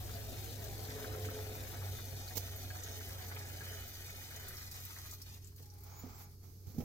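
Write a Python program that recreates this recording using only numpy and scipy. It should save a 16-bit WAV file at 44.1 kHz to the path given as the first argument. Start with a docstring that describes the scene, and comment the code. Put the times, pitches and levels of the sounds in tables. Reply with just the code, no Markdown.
"""In a workshop, fuel runs from a plastic can's spout into a plastic motorcycle tank. Swarms of damped tones
make a fizz of tiny bubbles, plops and a gurgle, which ring in the hollow tank. The spout goes deeper into
the neck and the stream thins to drips; then the spout slides out with filtered noise and gliding squeaks.
A hand bumps the microphone's case with dull bursts of noise; wavering tones hum low behind it all."""
import sys
import numpy as np
from scipy import signal
from scipy.fft import rfft, irfft, next_fast_len
from scipy.io import wavfile
from scipy.ndimage import uniform_filter1d

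SR = 44100
rng = np.random.default_rng(int(sys.argv[2]) if len(sys.argv) > 2 else 0)


def dump_mix(stems):
    """Bounce the given channels to the path in sys.argv[1] as a 16-bit WAV at rate SR."""
    frames = np.atleast_2d(stems).T  # one column per channel
    limited = np.clip(frames, -1, 1)  # hard clip at full scale
    pcm = np.round(limited * 32767).astype(np.int16)
    wavfile.write(sys.argv[1], SR, pcm)


N = 301637
T = np.arange(N) / SR
HZ = np.fft.rfftfreq(N, 1 / SR)

# tone colour of the finest bubbles: f/Hz, level/dB
FIZZ_COLOUR = [(1590, -2.5), (2700, -1.5), (3180, 0.5), (3720, 0.5), (5040, 0), (6350, 0.2), (7550, -3.5),
               (8300, -5.5), (9070, -7.5), (10800, -4), (12100, 1.8), (13500, 2.5), (15100, 4),
               (15900, -1.5)]
# how hard the jet plunges into the pool, less as the spout goes deeper: t/s, level/dB
PLUNGE_LEVEL = [(0, -4), (.7, -2), (1.18, 1), (1.65, -3), (2.15, -8.5), (3.65, -5.5), (3.92, -13.5),
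                (4.44, -12), (4.72, -29), (5.05, -33), (5.25, -44)]
# the largest bubbles, plus one soft knock at 5.597 s voiced the same way: t/s, relative level/dB, pitch f/Hz
LARGE_BUBBLES = [(0.093, -26, 1290), (0.4657, -33, 1480), (0.847, -31, 1490), (0.8974, -30, 2060),
                 (0.9866, -28, 1830), (1.043, -22.5, 1630), (1.1558, -39, 1390), (1.2466, -22, 2120),
                 (1.286, -23, 1410), (1.734, -30, 1280), (1.8215, -30.5, 1080), (1.9404, -33, 1840),
                 (1.9874, -23.5, 1880), (2.3088, -27, 1700), (2.7033, -24, 1560), (2.7541, -28, 1250),
                 (2.8574, -42, 1550), (2.9213, -37, 1970), (3.0073, -24.5, 1560), (3.0935, -30, 1650),
                 (3.1872, -36, 1590), (3.3142, -20.5, 1590), (3.364, -20, 2370), (3.6074, -23.5, 1610),
                 (3.6656, -28, 2000), (3.7364, -44, 2020), (4.0948, -24.5, 2220), (4.214, -29, 1840),
                 (4.3134, -26, 1840), (4.6139, -31, 1850), (4.9, -31, 1430), (4.9641, -27, 1890),
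                 (4.983, -37, 1400), (5.054, -35.5, 1370), (5.085, -37, 2200), (5.125, -35, 1130),
                 (5.2016, -38.5, 1500), (5.272, -45, 1500), (5.287, -39, 3300), (5.366, -46, 1110),
                 (5.447, -49, 1410), (5.52, -48.5, 1010), (5.597, -45, 1110)]


def amp(db):
    """Turns decibels into a gain."""
    return 10 ** (np.asarray(db) / 20)


def unit(x):
    """Scales a sound so that the mean of its channels has rms 1."""
    middle = np.atleast_2d(x).mean(0)
    return x / np.sqrt(np.mean(middle ** 2) + 1e-20)


def curve(rows):
    """Joins (time, value) rows by straight lines, giving a value at every sample."""
    return np.interp(T, *np.transpose(rows))


def swell(start, length, edge):
    """A gain that rises over edge seconds, holds from start for length seconds, and dies away alike."""
    outside = np.maximum(np.maximum(start - T, T - start - length), 0)
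    return np.exp(-(outside / edge) ** 2)


def shape(points):
    """Gain at every frequency from (Hz, dB) points."""
    f, db = np.transpose(points)
    return amp(np.interp(np.log(HZ + 1), np.log(f + 1), db))


def colour(x, gain):
    """Filters a sound by a gain given at every frequency."""
    size = next_fast_len(N + 4096)
    gain = np.interp(np.fft.rfftfreq(size, 1 / SR), HZ, gain)
    return irfft(rfft(x, size) * gain, size)[..., :N]


def wander(rate):
    """A random curve of rms 1 that takes a new direction rate times a second."""
    knots = rng.standard_normal(4096)
    return unit(np.interp(T * rate, np.arange(len(knots)), knots))


def add(mix, s, sound):
    """Mixes a sound in at time s."""
    part = mix[max(round(s * SR), 0):][:len(sound)]
    part += sound[:len(part)]


def resonate(x, hz, width):
    """A resonance of gain 1 that may follow a pitch curve."""
    # shift the pitch down to 0 Hz, smooth there, and shift back
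    turn = np.exp(2j * np.pi * np.cumsum(hz * np.ones(N)) / SR)
    r = np.exp(-np.pi * abs(width) / SR)
    return 2 * (turn * signal.lfilter([1 - r], [1, -r], x / turn)).real


def bubble(hz, cycles, rise):
    """A damped ring with a soft start; its pitch climbs as the bubble nears the surface."""
    u = np.arange(0, 5, hz / cycles / SR)  # time, counted in decay times
    ring = np.sin(2 * np.pi * cycles * (u + rise * u ** 2 / 2))
    return (1 - np.exp(-u / 0.097)) * np.exp(-u) * ring


def swarm(lo_hz, hi_hz, per_s, spread_db, cycles, rise, pitches=36):
    """Many bubbles at random moments and of random strength, on evenly spaced pitches."""
    out = np.zeros(N)
    for hz in np.linspace(lo_hz, hi_hz, pitches):
        when, luck, keep = rng.random((1500, 3)).T
        kept = keep < per_s * T[-1] / pitches / len(keep)
        strength = amp(spread_db * np.minimum(-np.log(luck + 1e-9), 4.5)) * kept
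        starts = np.bincount((when * N).astype(int), strength, N)
        ring = bubble(hz, cycles, rise)
        out += signal.oaconvolve(starts, ring / np.linalg.norm(ring))[:N]
    return out


def cavity(x, t60, direct, late=6, patterns=5, smooth=60):
    """Sound leaves the neck directly, late samples later at the right port, then as dense wall echoes.
    The echoes keep changing as the surface heaves, so several patterns take turns."""
    t, out = T[:6144], np.zeros((2, N))
    heave = T * 13 + .6 * wander(rate=3)
    for k in range(patterns):
        response = rng.standard_normal((2, len(t))) * amp(-60 * t / t60)
        response /= np.linalg.norm(response, axis=1, keepdims=True)
        response[0, 0] += direct
        response[1, late] += direct
        # the echoes ripple the spectrum finely but leave its broad outline even
        z = rfft(response, 2 * len(t))
        outline = np.sqrt(uniform_filter1d(abs(z) ** 2, size=smooth, axis=1))
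        response = irfft(z / outline)[:, :len(t)]
        share = np.sin(np.pi / 2 * np.minimum((heave - k) % patterns, 2))
        out += signal.oaconvolve((x * share)[None], response, axes=1)[:, :N]
    return out


def stream():
    """The jet breaks into fizz and drags air under: small bubbles tinkle, large ones gurgle."""
    # the flow is steady until the can is tipped back, then chokes and dribbles: t/s, level/dB
    flow_db = curve([(0, 1), (4.68, 1), (4.70, -5), (4.715, 1), (5.145, -0.5), (5.165, -5), (5.205, -6.5),
                     (5.225, -9), (5.255, -7), (5.29, -3.5), (5.315, -7.5), (5.342, -2), (5.365, -8),
                     (5.4, -15), (5.48, -11), (5.55, -26), (5.585, -9.5), (5.8, -20)])
    open_neck = np.interp(T, [2.1, 2.5], [1, 0])  # until the spout fills the neck
    running = np.interp(T, [5.6, 5.95], [1, 0])
    fizz = fine_fizz(flow_db)
    # with the neck open, the top of the fizz leans to the left port
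    beam = colour(fizz, shape([(7500, -11.5), (8800, 0.0), (12500, 0.5), (14000, -9)])) * open_neck
    # and the gap around the spout rings in one broad band
    gap = colour(fizz[0], shape([(3000, -12.5), (3650, 0.0), (4200, -4.0), (4900, -46)])) * open_neck
    # the level dips briefly around each of the largest bubbles, most for the strongest
    loudest_db = max(db for s, db, hz in LARGE_BUBBLES)
    dips = [amp(db - loudest_db) * swell(s, 0.026, edge=0.033) for s, db, hz in LARGE_BUBBLES]
    dip_db = -2.5 * np.max(dips, axis=0)
    pour = fizz + beam * np.array([[.35], [-.45]]) + gap * np.array([[.15], [.7]])
    return running * (pour + small_bubbles(flow_db + dip_db) + gurgle(0.1 * dip_db))


def fine_fizz(flow_db):
    """The jet breaks up into tiny, high, quickly damped bubbles that come in spurts."""
    spurts = wander(rate=46)
    spray = swarm(2940, 13350, per_s=3800, spread_db=2.5, cycles=0.74, rise=0.065)
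    spray = cavity(spray * amp(.7 * spurts), t60=.045, direct=.45, patterns=8, smooth=16)
    return unit(colour(spray, shape(FIZZ_COLOUR))) * amp(-55 + flow_db)


def small_bubbles(change_db):
    """Air dragged under in gulps tinkles as small ringing bubbles."""
    # tone colour: f/Hz, level/dB
    bubbling_colour = [(500, 6.5), (850, -1), (1060, -4), (1300, 2.5), (1650, 0), (1900, 2), (2250, -2.5),
                       (2800, 2), (3640, -19), (6160, -120)]
    # level before the given change: t/s, level/dB
    bubbling_level = [(0, -64), (.75, -65), (1.0, -58), (1.35, -60), (1.85, -60.5), (2.2, -65.5),
                      (2.75, -61), (3.15, -63), (3.7, -60), (3.92, -65), (4.45, -59.5), (4.75, -68.5),
                      (5.13, -72.5), (5.19, -73)]
    small = swarm(700, 3100, per_s=1300, spread_db=2.8, cycles=2.2, rise=.04)
    small = cavity(small * gulps(), t60=.05, direct=.6, smooth=30)
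    return unit(colour(small, shape(bubbling_colour))) * amp(curve(bubbling_level) + change_db)


def gulps():
    """Air goes under in gulps: a gain of rms 1 that leaps at random moments and sinks back."""
    per_s, fade_s, depth = 60, .010, .35
    when, size = rng.random((2, N))
    leaps = 2 * size * (when < per_s / SR)
    rush = signal.lfilter([1], [1, -np.exp(-1 / (fade_s * SR))], leaps)
    return unit(1 - depth + depth * np.sqrt(rush))


def gurgle(change_db):
    """Large, low bubbles gurgle more strongly the harder the jet plunges."""
    # tone colour: f/Hz, level/dB
    gurgle_colour = [(82, -31), (140, -14), (166, -7.5), (254, -3.5), (307, -6), (430, 2), (476, -2),
                     (547, 0), (607, -0.5), (690, 2.5), (835, -5.5), (910, -10.5), (1100, -3.5),
                     (1430, -47), (2420, -120)]
    large = swarm(205.5, 952, per_s=1100, spread_db=1.5, cycles=1.35, rise=0.016)
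    low = cavity(large, t60=0.11, direct=0.24)
    # long waves reach both ports alike
    low = low + colour(low[::-1], shape([(250, 0.5), (430, -8.0), (560, -28), (700, -59)]))
    return unit(colour(low, shape(gurgle_colour))) * amp(-51.5 + curve(PLUNGE_LEVEL) + change_db)


def drips():
    """Big bubbles plop; drops splash on the wall and neck and trap a tiny ringing bubble."""
    # drops at set times: t/s, relative level/dB, ring f/Hz, share of ring against splash (0-1)
    set_drops = [(0.2947, -40, 13100, 0.6), (0.6413, -35.5, 6200, 0.4), (0.7916, -45, 4330, 0.6),
                 (1.254, -35.5, 6450, 0.54), (1.3024, -40, 14200, 0.9), (1.5534, -38, 13500, 0.7),
                 (2.279, -35.5, 4310, 0.5), (2.561, -39, 12500, 0.9), (2.835, -33.5, 6600, 0.57),
                 (2.9198, -44, 6130, 0.7), (3.3867, -38, 13000, 0.4), (3.716, -44, 6420, 0.43),
                 (4.1026, -42, 14700, 0.8), (4.36, -36.5, 6200, 0.4), (4.4844, -32, 13300, 0.5),
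                 (4.569, -40.5, 5570, 0.8), (4.713, -38, 13500, 0.1), (4.8005, -40, 13300, 0.4),
                 (4.8516, -35, 13200, 0.6), (5.1114, -35.5, 6940, 0.53), (5.1336, -37.5, 14540, 0.3),
                 (5.217, -35.5, 5260, 0.42), (5.4228, -54, 6200, 0.8), (5.445, -45.5, 7450, 1),
                 (5.472, -45, 7600, 0.6), (5.5607, -47, 14560, 0.25), (5.624, -46, 13000, 0.2),
                 (5.658, -48, 5200, 0.34), (5.701, -50.5, 5660, 1), (5.7366, -48.5, 14200, 0.3),
                 (5.783, -51, 9000, 0.3), (5.8074, -49, 12800, .5), (5.8356, -44.5, 12800, 0.34)]
    plops, drops, t = np.zeros(N), np.zeros(N), T[:2000]
    for s, db, hz in LARGE_BUBBLES:
        add(plops, s, amp(db) * plop(hz))
    for s, db, hz, ring in set_drops + spatter():
        splash = (1 - ring) * rng.standard_normal(len(t)) * np.exp(-t / 0.0038) * 0.75
        add(drops, s, amp(db) * splash)
        add(drops, s, amp(db) * 3 * ring * bubble(hz, cycles=3.0, rise=0.0083))
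    drops = colour(drops, shape([(1200, -70), (4500, -1.5), (7000, -4.0), (9500, -4.5), (13000, 2.0)]))
    plops = cavity(plops, t60=.06, direct=.6)
    drops = cavity(drops, t60=.065, direct=.33)
    return amp(-12.5) * plops + amp(4.4) * drops


def plop(hz):
    """A large bubble rings and sheds six smaller, quieter ones just after, pitched around it."""
    out = np.zeros(2000)
    add(out, 0, bubble(hz, cycles=2, rise=.02))
    for delay, pitch in rng.random((6, 2)):
        shed_hz = hz * 2 ** (1.6 * pitch - .8)
        add(out, .014 * delay, .45 * bubble(shed_hz, cycles=1.3, rise=.03))
    return out


def spatter():
    """More drops, all of one middling level, fall at random while the fuel runs."""
    end_s, per_s, relative_db, ring_share = 5.1, 1.9, -40.5, .4
    # each row: t/s, relative level/dB, ring f/Hz, share of ring (0-1)
    return [(when * end_s, relative_db, np.interp(pitch, [0, 1], (5000, 14700)), ring_share)
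            for when, pitch, keep in rng.random((64, 3)) if keep < per_s * end_s / 64]


def headspace(x):
    """Standing waves above the pool lift some notes and hollow out others, wavering as the surface heaves."""
    # waves and hollows: f/Hz, width/Hz, level/dB with the spout deep, level/dB with the can tipped back
    standing_waves = [(730, 35, 2, 5), (830, 70, 3.5, 2), (1065, 220, -8, -1), (1230, 31, 2, 8),
                      (1670, 61, 2, 0), (1881, 16, 6, 10), (2000, 24, 6, 10), (2210, 17, 9, 7),
                      (2336, 100, -9, -16), (2452, 27, 9.5, 6), (2730, 420, -15, -6), (3000, 37, 8, -10),
                      (3240, 240, -4.5, -4.5), (3600, 83, 3.5, -2.5), (4060, 100, -6.5, 0),
                      (4370, 110, 0, 0), (5330, 170, -6, -3), (6240, 310, 2.5, 0.5)]
    # how fully those levels apply: t/s, share (0-1)
    ringing = curve([(0, 0.33), (1.6, .35), (2.3, 0.91), (3.1, 0.53), (4.1, 1), (5.0, 1), (5.25, .45)])
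    heave_db, heave_detune, heave_per_s = 2, .004, 4.5
    tipped = np.interp(T, [4.35, 4.77], [0, 1])  # the can is tipped back
    for hz, width, deep_db, tipped_db in standing_waves:
        lift_db = ringing * (deep_db + tipped * (tipped_db - deep_db))
        lift_db = lift_db + heave_db * wander(rate=heave_per_s)
        wavering_hz = hz * (1 + heave_detune * wander(rate=heave_per_s))
        x = x + (amp(lift_db) - 1) * resonate(x, wavering_hz, width)
    return x


def tank_air():
    """The air in the tank booms at the neck's note and sings in its higher modes; the fuel sloshes below."""
    return neck_boom() + tank_modes() + slosh()


def neck_boom():
    """The neck's low note, a tone plus resonating noise, sinks as the spout narrows the neck."""
    # level before surges and throbbing: t/s, level/dB
    boom_level = [(0, -49), (1.5, -48.5), (3.76, -49.5), (3.87, -54), (5.85, -54), (6.4, -57), (6.75, -53)]
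    # brief swells: t/s at the top, length/s, rise/dB
    surges = [(1.11, 0.053, 7), (1.254, 0.13, 8), (1.858, 0.19, 7.5), (3.357, 0.11, 3.5)]
    hz = np.interp(T, [0, 3.0], [101.3, 92.7])
    surge_db = sum(db * np.exp(-(2 * (T - s) / length) ** 2) for s, length, db in surges)
    # it throbs while the jet plunges hard
    throb_db = amp(0.27 * curve(PLUNGE_LEVEL)) * wander(rate=14)
    churn = np.interp(T, [3.6, 4.1], [.22, .1])
    stirred = unit(resonate(resonate(rng.standard_normal(N), hz, 45), hz, 52))
    boom = unit(np.sin(2 * np.pi * np.cumsum(hz) / SR)) + churn * stirred
    return boom * amp(curve(boom_level) + surge_db + throb_db)


def tank_modes():
    """Each air mode holds its note while its phase and strength waver at random."""
    # air modes of the tank: f/Hz, width/Hz, relative level/dB
    air_modes = [(430, 4.5, -3.5), (517, 20, -9), (666, 16, -36), (780, 12, -46)]
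    modes = np.zeros(N)
    for hz, width, db in air_modes:
        phase = 2 * np.pi * hz * T + 0.75 * wander(rate=2 * width)
        modes += amp(db + wander(rate=16)) * np.sin(phase)
    # the singing changes by 3.4 dB for each dB of plunge
    singing = amp(-61.5 + 3.4 * curve(PLUNGE_LEVEL))
    # for a moment the jet drums on the pool
    drumming = amp(-55) * swell(1.12, 0.37, edge=0.14)
    return unit(modes) * (singing + drumming)


def slosh():
    """The moving fuel is a low rumble of noise, partly shared by both ports, that calms towards a rest level."""
    # tone colour: f/Hz, level/dB
    rumble_colour = [(15, -7), (30, -57), (48, 2.5), (66, 8), (82, -0.5), (110, 0), (130, 1), (160, -14.5),
                     (230, -14.5), (400, -36.5)]
    start_db, calms_db_per_s, rest_db = -48, 2.5, -68
    waves = rng.standard_normal((2, N))
    level = np.hypot(amp(start_db - calms_db_per_s * T), amp(rest_db))
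    return unit(colour(waves + 0.47 * waves[::-1], shape(rumble_colour))) * level


def final_ticks():
    """At the very end, from 6.7 s, faint scattered ticks of tiny bubbles."""
    start_s, start_db, fade_db_per_s = 6.7, -69, 7
    ticks = swarm(4000, 15500, per_s=130, spread_db=2.5, cycles=1, rise=.05, pitches=8)
    ticks = cavity(ticks, t60=.04, direct=.6, patterns=3, smooth=16)
    age = T - start_s
    level = (age > 0) * amp(start_db - fade_db_per_s * np.maximum(age, 0))
    return unit(colour(ticks, shape(FIZZ_COLOUR))) * level


def spout():
    """The wet spout slides out with a hollow rub, dry scrapes, the neck's note and thin gliding squeaks."""
    return rubbing() + scraping() + neck_note() * amp([[-8], [2]]) + squeaking() * amp([[-5], [-2]])


def rubbing():
    """The spout's rub on the neck is coloured noise with a quick random flicker in level."""
    # tone colour: f/Hz, level/dB
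    rub_colour = [(200, 7.5), (420, -8), (600, 1), (740, 7), (830, 9.5), (960, 2.5), (1200, 1),
                  (1450, -5.5), (1820, -9.5), (2300, -2), (2700, -14), (3100, -12), (4500, -6),
                  (6300, -2.5), (9000, -22), (13000, -12), (16000, 0.5)]
    # how hard it rubs; it rests twice on the way out: t/s, level/dB
    rub_level = [(5.65, -81), (5.75, -65.5), (5.8, -67.5), (5.87, -57), (6.22, -56.5), (6.3, -66),
                 (6.395, -82), (6.445, -64), (6.52, -74), (6.62, -77), (6.68, -65.5), (6.8, -65.5)]
    rub = unit(colour(rng.standard_normal((2, N)), shape(rub_colour)))
    rub = amp(curve(rub_level) + wander(rate=150)) * rub
    # the neck's hollow note favours the right port
    rub[0] = colour(rub[0], shape([(500, -1.0), (830, -12), (1300, 5.5), (3000, 0.0), (7000, -3.0)]))
    return rub


def scraping():
    """The spout scrapes over the rim in short bursts of bright noise."""
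    # scrapes: t/s, length/s, level/dB
    scrapes = [(5.917, 0.092, -74), (6.186, 0.052, -61), (6.313, 0.027, -71)]
    level = sum(amp(db) * swell(s, length, edge=0.012) for s, length, db in scrapes)
    bright = shape([(3000, -13.5), (6000, -10), (9000, -17), (13000, -1), (16000, -15)])
    return level * unit(colour(rng.standard_normal((2, N)), bright))


def neck_note():
    """The neck's hollow note, noise through two equal resonances, sounds through the first part of the slide."""
    hz, width_hz, relative_db = 827, 34, -71.5
    note = resonate(resonate(rng.standard_normal(N), hz, width_hz), hz, width_hz)
    return unit(note) * amp(relative_db) * swell(5.65, 0.59, edge=0.044)


def squeaking():
    """The spout slips on the rim in short squeaks: gliding tones with jittery pitch and fluttering level."""
    # squeaks: t/s, length/s, first f/Hz, last f/Hz, relative level/dB
    squeaks = [(5.79, .045, 11600, 12500, -70), (5.865, .05, 13200, 14400, -66),
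               (5.912, .125, 6500, 7120, -59.5), (5.965, .05, 13650, 13950, -61),
               (6.02, .05, 14250, 14350, -66), (5.98, .05, 15400, 15800, -63),
               (6.095, .04, 14400, 14950, -66), (6.04, .11, 7120, 7650, -70),
               (6.155, .062, 14500, 13500, -61.5), (6.16, .1, 7650, 6500, -66)]
    jitter, flutter_db = .004, 2.5
    out = np.zeros(N)
    for s, length, first_hz, last_hz, db in squeaks:
        glide_hz = np.interp(T, [s, s + length], [first_hz, last_hz])
        hz = glide_hz * (1 + jitter * wander(rate=590))
        out += amp(db) * swell(s, length, edge=.008) * np.sin(2 * np.pi * np.cumsum(hz) / SR)
    return out * amp(flutter_db * wander(rate=70))


def handling():
    """The grip shifts: dull knocks and dry scuffs travel through the case, mostly into the right port."""
    # bumps: t/s, relative thud level/dB, thud brightness f/Hz, relative scuff level/dB, decay time/s
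    bumps = [(2.353, -46, 908, -42.5, 0.043), (2.369, -33.5, 1390, -35.5, 0.0084),
             (2.376, -40, 895, -30.5, 0.0016), (2.3794, -22, 900, -21, 0.001),
             (5.597, -56, 497, -75, 0.033), (6.033, -44, 620, -73, 0.014), (6.058, -50, 420, -75, 0.028),
             (6.43, -63, 300, -65, 0.3), (6.667, -49.5, 181, -62, 0.064), (6.743, -49, 264, -70, 0.28),
             (6.782, -36, 300, -55, 0.018), (6.802, -36, 493, -61, 0.023)]
    # tone colour of the thuds: f/Hz, level/dB
    thud_colour = [(30, -6), (90, 3), (150, -0.5), (255, -3.5), (340, -6), (450, -1.5), (600, -11),
                   (780, -4), (1100, -18.5), (3000, -2), (8000, -21)]
    thuds, scuffs = np.zeros((2, N)), np.zeros(N)
    for s, thud_db, bright_hz, scuff_db, decay in bumps:
        age = np.maximum(T - s, 0)
        contact = (1 - np.exp(-age / 0.0013)) * np.exp(-age / decay)
        soft = signal.butter(2, np.clip(bright_hz, 50, 8000), fs=SR)
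        thuds += amp(thud_db) * contact * unit(signal.lfilter(*soft, rng.standard_normal((2, N))))
        scuffs += amp(scuff_db) * contact
    thud = colour(thuds + 0.4 * thuds[::-1], shape(thud_colour)) + case_rings()
    dry_colour = shape([(500, -21), (3000, -8.0), (6200, 3.5), (9000, -11.0), (13000, 4.0)])
    scuff = colour(scuffs * rng.standard_normal((2, N)), dry_colour)
    return thud * amp([[-5], [0]]) + scuff * amp([[-11], [5]])


def case_rings():
    """Each firm knock rings the case briefly at a low note."""
    # knocks: t/s, relative level/dB, ring f/Hz, decay time/s
    knocks = [(2.3718, -33, 400, .0016), (2.372, -40, 185, .009), (6.037, -42, 252, .028),
              (6.781, -27, 150, .011), (6.7825, -31, 238, .016), (6.831, -37, 170, .012)]
    out = np.zeros(N)
    for s, db, hz, decay in knocks:
        add(out, s, amp(db) * bubble(hz, cycles=hz * decay, rise=0))
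    return out


def workshop():
    """Still air is soft coloured noise; a faint hum of steady notes wavers in level and phase."""
    # hum notes: f/Hz, level/dB
    hum_notes = [(134.6, -72), (204.6, -85.5), (419.9, -78)]
    # tone colour of the air: f/Hz, level/dB
    air_colour = [(60, 9.5), (150, 5.5), (250, 1), (420, 1), (600, -12.5), (900, -19), (1500, -21),
                  (2700, -39), (4500, -8.5), (6000, -10.5), (9000, -19), (13000, -6.5), (16000, -19)]
    hum = np.zeros(N)
    for hz, db in hum_notes:
        tone = np.sin(2 * np.pi * hz * T + 0.72 * wander(rate=8.6))
        hum += amp(db + 2 * wander(rate=3.66)) * unit(tone)
    air = rng.standard_normal((2, N))
    # the low part is shared by both ports
    air = air + colour(air[::-1], shape([(400, -2.5), (800, -65)]))
    return hum + amp(-63.0) * unit(colour(air, shape(air_colour)))


def scene():
    """Sound from the neck reaches two ports that each favour their own bands; the rest is added to it."""
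    # left minus right for sound from the tank's neck: f/Hz, level difference/dB
    lean = shape([(300, -1.5), (480, 0), (640, 4), (840, -5), (1050, 0.5), (1330, 12.5), (2000, -6.5),
                  (2450, 4.5), (3200, 0), (5000, 1.5), (6300, -5.5), (7600, 13), (8500, 9), (9500, 1),
                  (12500, 2.5), (14500, 0.5)])
    pouring = headspace(stream() + drips()) + tank_air() + final_ticks()
    right = np.sqrt(2 / (1 + lean ** 2))  # keeps the power of both ports together
    pouring = np.array([colour(pouring[0], lean * right), colour(pouring[1], right)])
    return pouring + spout() + handling() + workshop()


def record(dry):
    """A steep low-pass filter ends the treble near 16 kHz."""
    low_pass = signal.firwin(511, 15950, window=("kaiser", 9), fs=SR)
    return signal.oaconvolve(dry, low_pass[None], "same")


dry = scene()
out = record(dry)
dump_mix(out)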